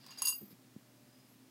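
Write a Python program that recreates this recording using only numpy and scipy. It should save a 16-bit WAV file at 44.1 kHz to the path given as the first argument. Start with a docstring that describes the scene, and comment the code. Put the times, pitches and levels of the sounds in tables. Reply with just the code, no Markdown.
"""A coin, pawed by a cat, clatters against a glass jar full of change in a quiet room.
Each contact ticks, rings the glass, knocks the jar and shakes the change; hard ones make the rim chatter.
The coin scrapes, squeaks and drops away, ringing on its own until the paw stills it.
Soft thumps on the floor follow, over a low hum and a faint hiss."""
import sys
import numpy as np
from scipy import signal
from scipy.fft import rfft, irfft
from scipy.io import wavfile
from scipy.ndimage import uniform_filter1d

SR = 44100
rng = np.random.default_rng(int(sys.argv[2]) if len(sys.argv) > 2 else 0)


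def wrap_up_sound(samples):
    """Save the sound to the file named by the first command line argument, as 16-bit audio."""
    columns = np.atleast_2d(samples).T
    # keep every value between -1 and 1, then stretch to whole-number steps
    tamed = np.clip(columns, -1, 1)
    steps = np.round(tamed * 32767).astype(np.int16)
    wavfile.write(sys.argv[1], SR, steps)


N = 66150

# coin-on-jar contacts: t/s, level/dB of low, mid, high glass ring, change, tick, knock
CONTACTS = [(0.0643, -78, -59, -67, -65.5, -45, -53), (0.0917, -70, -56, -91, -96, -70, -52),
            (0.1075, -57, -69, -48, -73, -48, -52), (0.1160, -66, -59, -60, -72, -59.5, -65),
            (0.1245, -58, -84, -84, -78, -62, -73), (0.1745, -85, -51, -63, -61, -59, -66),
            (0.1835, -65, -43, -43.5, -55, -46, -86), (0.1900, -69, -47, -43.5, -59, -49, -63),
            (0.2197, -40.5, -39.5, -30, -37.5, -25, -34.5), (0.2515, -35.5, -32, -29, -31.5, -35, -47),
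            (0.2717, -40, -30, -31, -34, -27.5, -41), (0.2823, -36.5, -54, -25, -30.5, -27, -44.5),
            (0.2950, -58, -39, -41, -48, -39.5, -44.5), (0.3025, -48, -44.5, -73, -68, -35, -50.5),
            (0.3240, -38.5, -39, -54, -68, -46, -46)]


def clinks():
    """Each contact ticks, rings the glass, knocks the filled jar and shakes the change."""
    # jar body modes: f/Hz, level/dB, t60/s
    body_modes = [(1026, -25, 0.069), (1063, 0, 0.036), (1214, -1.5, 0.016), (1855, -21, 0.031)]
    # contact tick spectrum: f/Hz, level/dB
    tick_spectrum = [(200, -19.5), (800, -33), (1100, -17), (2000, -11.5), (3200, -12.5), (4400, 1),
                     (5500, -0.5), (7300, -7.5), (8600, -9), (9750, -16), (10600, -5), (14000, -6),
                     (16000, -11)]
    starts, *glass_db, change_db, tick_db, knock_db = np.array(CONTACTS).T
    knock = ring(body_modes, zip(starts, knock_db), rise_s=0.001)
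    tick_env = sum(undb(db) * fade(since(s), rise_s=6e-5, t60_s=0.01) for s, db in zip(starts, tick_db))
    ticks = tick_env * noise(tick_spectrum)
    return glass(starts, glass_db) + knock + ticks + change(list(zip(starts, change_db)))


def glass(starts, levels_db, mute_s=0.341, fall_s=0.012):
    """The glass rings at three pitches, fluttering with the coin's quick repeated hits."""
    # fluttering glass ring, grouped by pitch: f/Hz, level/dB, t60/s
    pitches = [
        [(2774, -4, .17), (2801, -1, .17)],
        [(4792, -7, .15), (4823, -1, .19)],
        [(6645, -1, .12), (6673, -8, .13)],
    ]
    # build-up per pitch: rise/s
    rises = [0.0059, 0.0016, 0.0044]
    wall = sum(ring(pitch, zip(starts, db), rise) for pitch, db, rise in zip(pitches, levels_db, rises))
    return wall * np.exp(-since(mute_s) / fall_s)  # the paw mutes the glass


def change(blows, rise_s=0.002, ring_t60_s=0.1, jostle_t60_s=0.15, jostle_db=-6.5):
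    """The coins inside ring at each blow, then jostle on at the same pitches."""
    # modes of the change: f/Hz
    modes_hz = [5370, 7955, 8110, 8440, 8900, 9113, 9534, 10118, 10350, 10390, 10560, 11050, 11490, 11690,
                11745, 12320, 12960, 13290, 14940, 15400]
    # same modes: level/dB
    modes_db = [-23, -8, -14.5, -13, -11, -8, -7.5, -17, -3.5, -8, -25, -18, -19, -6, -13.5, -21, -4, -9.5,
                -23, -15]
    struck = ring([(hz, db, ring_t60_s) for hz, db in zip(modes_hz, modes_db)], blows, rise_s)
    shake = np.sqrt(sum((undb(db) * fade(since(s), rise_s, jostle_t60_s)) ** 2 for s, db in blows))
    jostle = sum(undb(db) * resonance(hz, width_hz=120) for hz, db in zip(modes_hz, modes_db))
    return struck + undb(jostle_db) * shake * jostle


def chatter(hz=10380, rise_s=0.0008, fall_s=0.0054, drift_rad2_per_s=570):
    """The rim chatters after a hard contact: a brief zing, slightly unsteady in pitch."""
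    # rim chatters: t/s, level/dB
    bursts = [(0.2201, -24.5), (0.2532, -34.5), (0.2745, -29), (0.2825, -21)]
    out = np.zeros(N)
    for start, db in bursts:
        t = since(start)
        env = (1 - np.exp(-(t / rise_s) ** 2)) * np.exp(-(t / fall_s) ** 2)
        drift_rad = np.cumsum(rng.standard_normal(N)) * np.sqrt(drift_rad2_per_s / SR)
        out += undb(db) * env * np.sin(2 * np.pi * hz * t + drift_rad)
    return out


def loose_coin(mute_s=0.525, fall_s=0.01):
    """The coin's own high, beating ring, until the paw stills it."""
    # coin modes: f/Hz, level/dB, t60/s
    modes = [(12962, -12, .42), (12994, -16, .42), (14356, -4, .38), (14396, 0, .38)]
    # blows to the coin: t/s, level/dB
    blows = [(0.2205, -49.5), (0.2520, -35), (0.2900, -46), (0.339, -41.5), (0.3600, -43.5)]
    return ring(modes, blows, rise_s=0.0019) * np.exp(-since(mute_s) / fall_s)


def scrapes(grain_db=3):
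    """Grainy friction swells and dies with each slide of the coin."""
    # slides: t/s, length/s, level/dB
    slides = [(0.0, 0.21, -62.5), (0.102, 0.025, -61), (0.169, 0.12, -55), (0.5, 0.034, -64.5)]
    # friction spectrum: f/Hz, level/dB
    spectrum = [(80, -25), (700, -6.5), (1100, -5.5), (2000, -6), (3500, -5), (4500, -2), (4850, 3.5),
                (5300, -1.5), (6000, -16.5), (10500, -18), (15000, -24)]
    env = sum(undb(db) * swell(start, length) for start, length, db in slides)
    return env * undb(grain_db * wander(rate_hz=400)) * noise(spectrum)


def squeaks():
    """Metal rubs lightly on glass; each rub excites one resonance."""
    # rubs: t/s, length/s, f/Hz, width/Hz, level/dB
    rubs = [(0.005, 0.032, 4700, 220, -67), (0.489, 0.046, 13000, 3020, -64), (1.064, 0.23, 5000, 220, -75),
            (1.276, 0.078, 11900, 2200, -72.5)]
    return sum(undb(db) * swell(s, length) * resonance(hz, width) for s, length, hz, width, db in rubs)


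def thumps(sag=0.31, sag_s=0.0025, low_cut_hz=100):
    """Damped low swings of the floor; the pitch sags as the contact eases."""
    # floor thumps: t/s, settled f/Hz, level/dB, t60/s
    hits = [(0.4128, 182.6, -42, 0.041), (0.418, 355, -48.5, 0.1), (0.4190, 197, -60, 0.12),
            (0.427, 180.4, -42, 0.075), (0.4365, 189.4, -44.5, 0.11), (0.5098, 249, -44.5, 0.033),
            (0.5264, 176, -46, 0.065), (0.7626, 190, -33.5, .03)]
    out = np.zeros(N)
    for start, hz, db, t60 in hits:
        t = since(start)
        cycles = hz * (t + sag * sag_s * (1 - np.exp(-t / sag_s)))
        out += undb(db) * fade(t, rise_s=0.00095, t60_s=t60) * np.sin(2 * np.pi * cycles)
    return signal.sosfilt(signal.butter(3, low_cut_hz, "high", fs=SR, output="sos"), out)


def room(x, delay_s=0.0017, t60_s=0.23, wet_db=-10.5):
    """Adds the short diffuse echo of a furnished room."""
    tail = rng.standard_normal(N) * fade(since(delay_s), delay_s, t60_s)
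    return x + undb(wet_db) * signal.fftconvolve(x, tail / np.linalg.norm(tail))[:N]


def background(air_db=-64, waver_db=4, tone_hz=599, tone_db=-76):
    """Room air and a wavering hum; a faint higher tone comes and goes."""
    # hum lines: f/Hz, rms level/dB
    lines = [(119.5, -75.5), (258.5, -73.5)]
    # room air spectrum: f/Hz, level/dB
    air_spectrum = [(30, -35), (60, -31), (85, -18.5), (105, -33), (130, -2), (165, -12.5), (230, -3),
                    (300, -6.5), (350, -9.5), (467, -16), (700, -17.5), (1400, -21.5), (4000, -24.5),
                    (5000, -23.5), (5900, -26), (15500, -28.5)]
    t = since(0)
    hum = np.zeros(N)
    for hz, db in lines:
        gain = undb(db + waver_db * wander(rate_hz=5.65))
        hum += gain * np.sin(2 * np.pi * (hz * t + rng.random()))
    tone = undb(tone_db) * swell(start_s=0.79, length_s=0.46) * np.sin(2 * np.pi * tone_hz * t)
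    return np.sqrt(2) * (hum + tone) + undb(air_db) * noise(air_spectrum)


def undb(db):
    """Decibels to gain."""
    return 10 ** (np.asarray(db) / 20)


def since(start_s):
    """Seconds since start_s, zero before."""
    return np.maximum(np.arange(N) / SR - start_s, 0)


def fade(t, rise_s, t60_s):
    """Quick rise, exponential decay."""
    return (1 - np.exp(-t / rise_s)) * np.exp(-np.log(1000) * t / t60_s)


def swell(start_s, length_s):
    """Rounded rise and fall."""
    progress = np.minimum(since(start_s) / length_s, 1)
    return np.sqrt(np.abs(np.sin(np.pi * progress)))


def wander(rate_hz):
    """Random steps at rate_hz, smoothed twice."""
    hold = int(SR / rate_hz)
    steps = np.repeat(rng.standard_normal(N)[:N // hold + 1], hold)
    return uniform_filter1d(uniform_filter1d(steps, hold), hold)[:N]


def ring(sines, blows, rise_s):
    """Decaying sines (f/Hz, level/dB, t60/s), started by each blow (t/s, level/dB)."""
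    t = since(0)
    tone = sum(undb(db) * fade(t, rise_s, t60) * np.sin(2 * np.pi * hz * t) for hz, db, t60 in sines)
    out = np.zeros(N)
    for start, db in blows:
        i = int(start * SR)
        out[i:] += undb(db) * tone[:N - i]
    return out


def noise(spectrum):
    """Unit-rms noise shaped by (f/Hz, level/dB) points."""
    hz, db = np.array(spectrum, float).T
    bins_hz = np.maximum(np.arange(N // 2 + 1) * SR / N, 1)
    gain = undb(np.interp(np.log(bins_hz), np.log(hz), db))
    y = irfft(rfft(rng.standard_normal(N)) * gain, N)
    return y / y.std()


def resonance(hz, width_hz):
    """Unit-rms noise, passed twice through one resonator."""
    b, a = signal.iirpeak(hz, hz / width_hz, fs=SR)
    y = signal.lfilter(b, a, signal.lfilter(b, a, rng.standard_normal(N)))
    return y / y.std()


def scene():
    """Coin, jar and thumps in the room, mono."""
    sources = clinks() + chatter() + loose_coin() + scrapes() + squeaks() + thumps()
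    return (room(sources) + background())[None]


def record(dry):
    """Steep treble cut."""
    top_hz = 15800
    return signal.sosfilt(signal.ellip(10, .2, 70, top_hz, fs=SR, output="sos"), dry)


dry = scene()
out = record(dry)
wrap_up_sound(out)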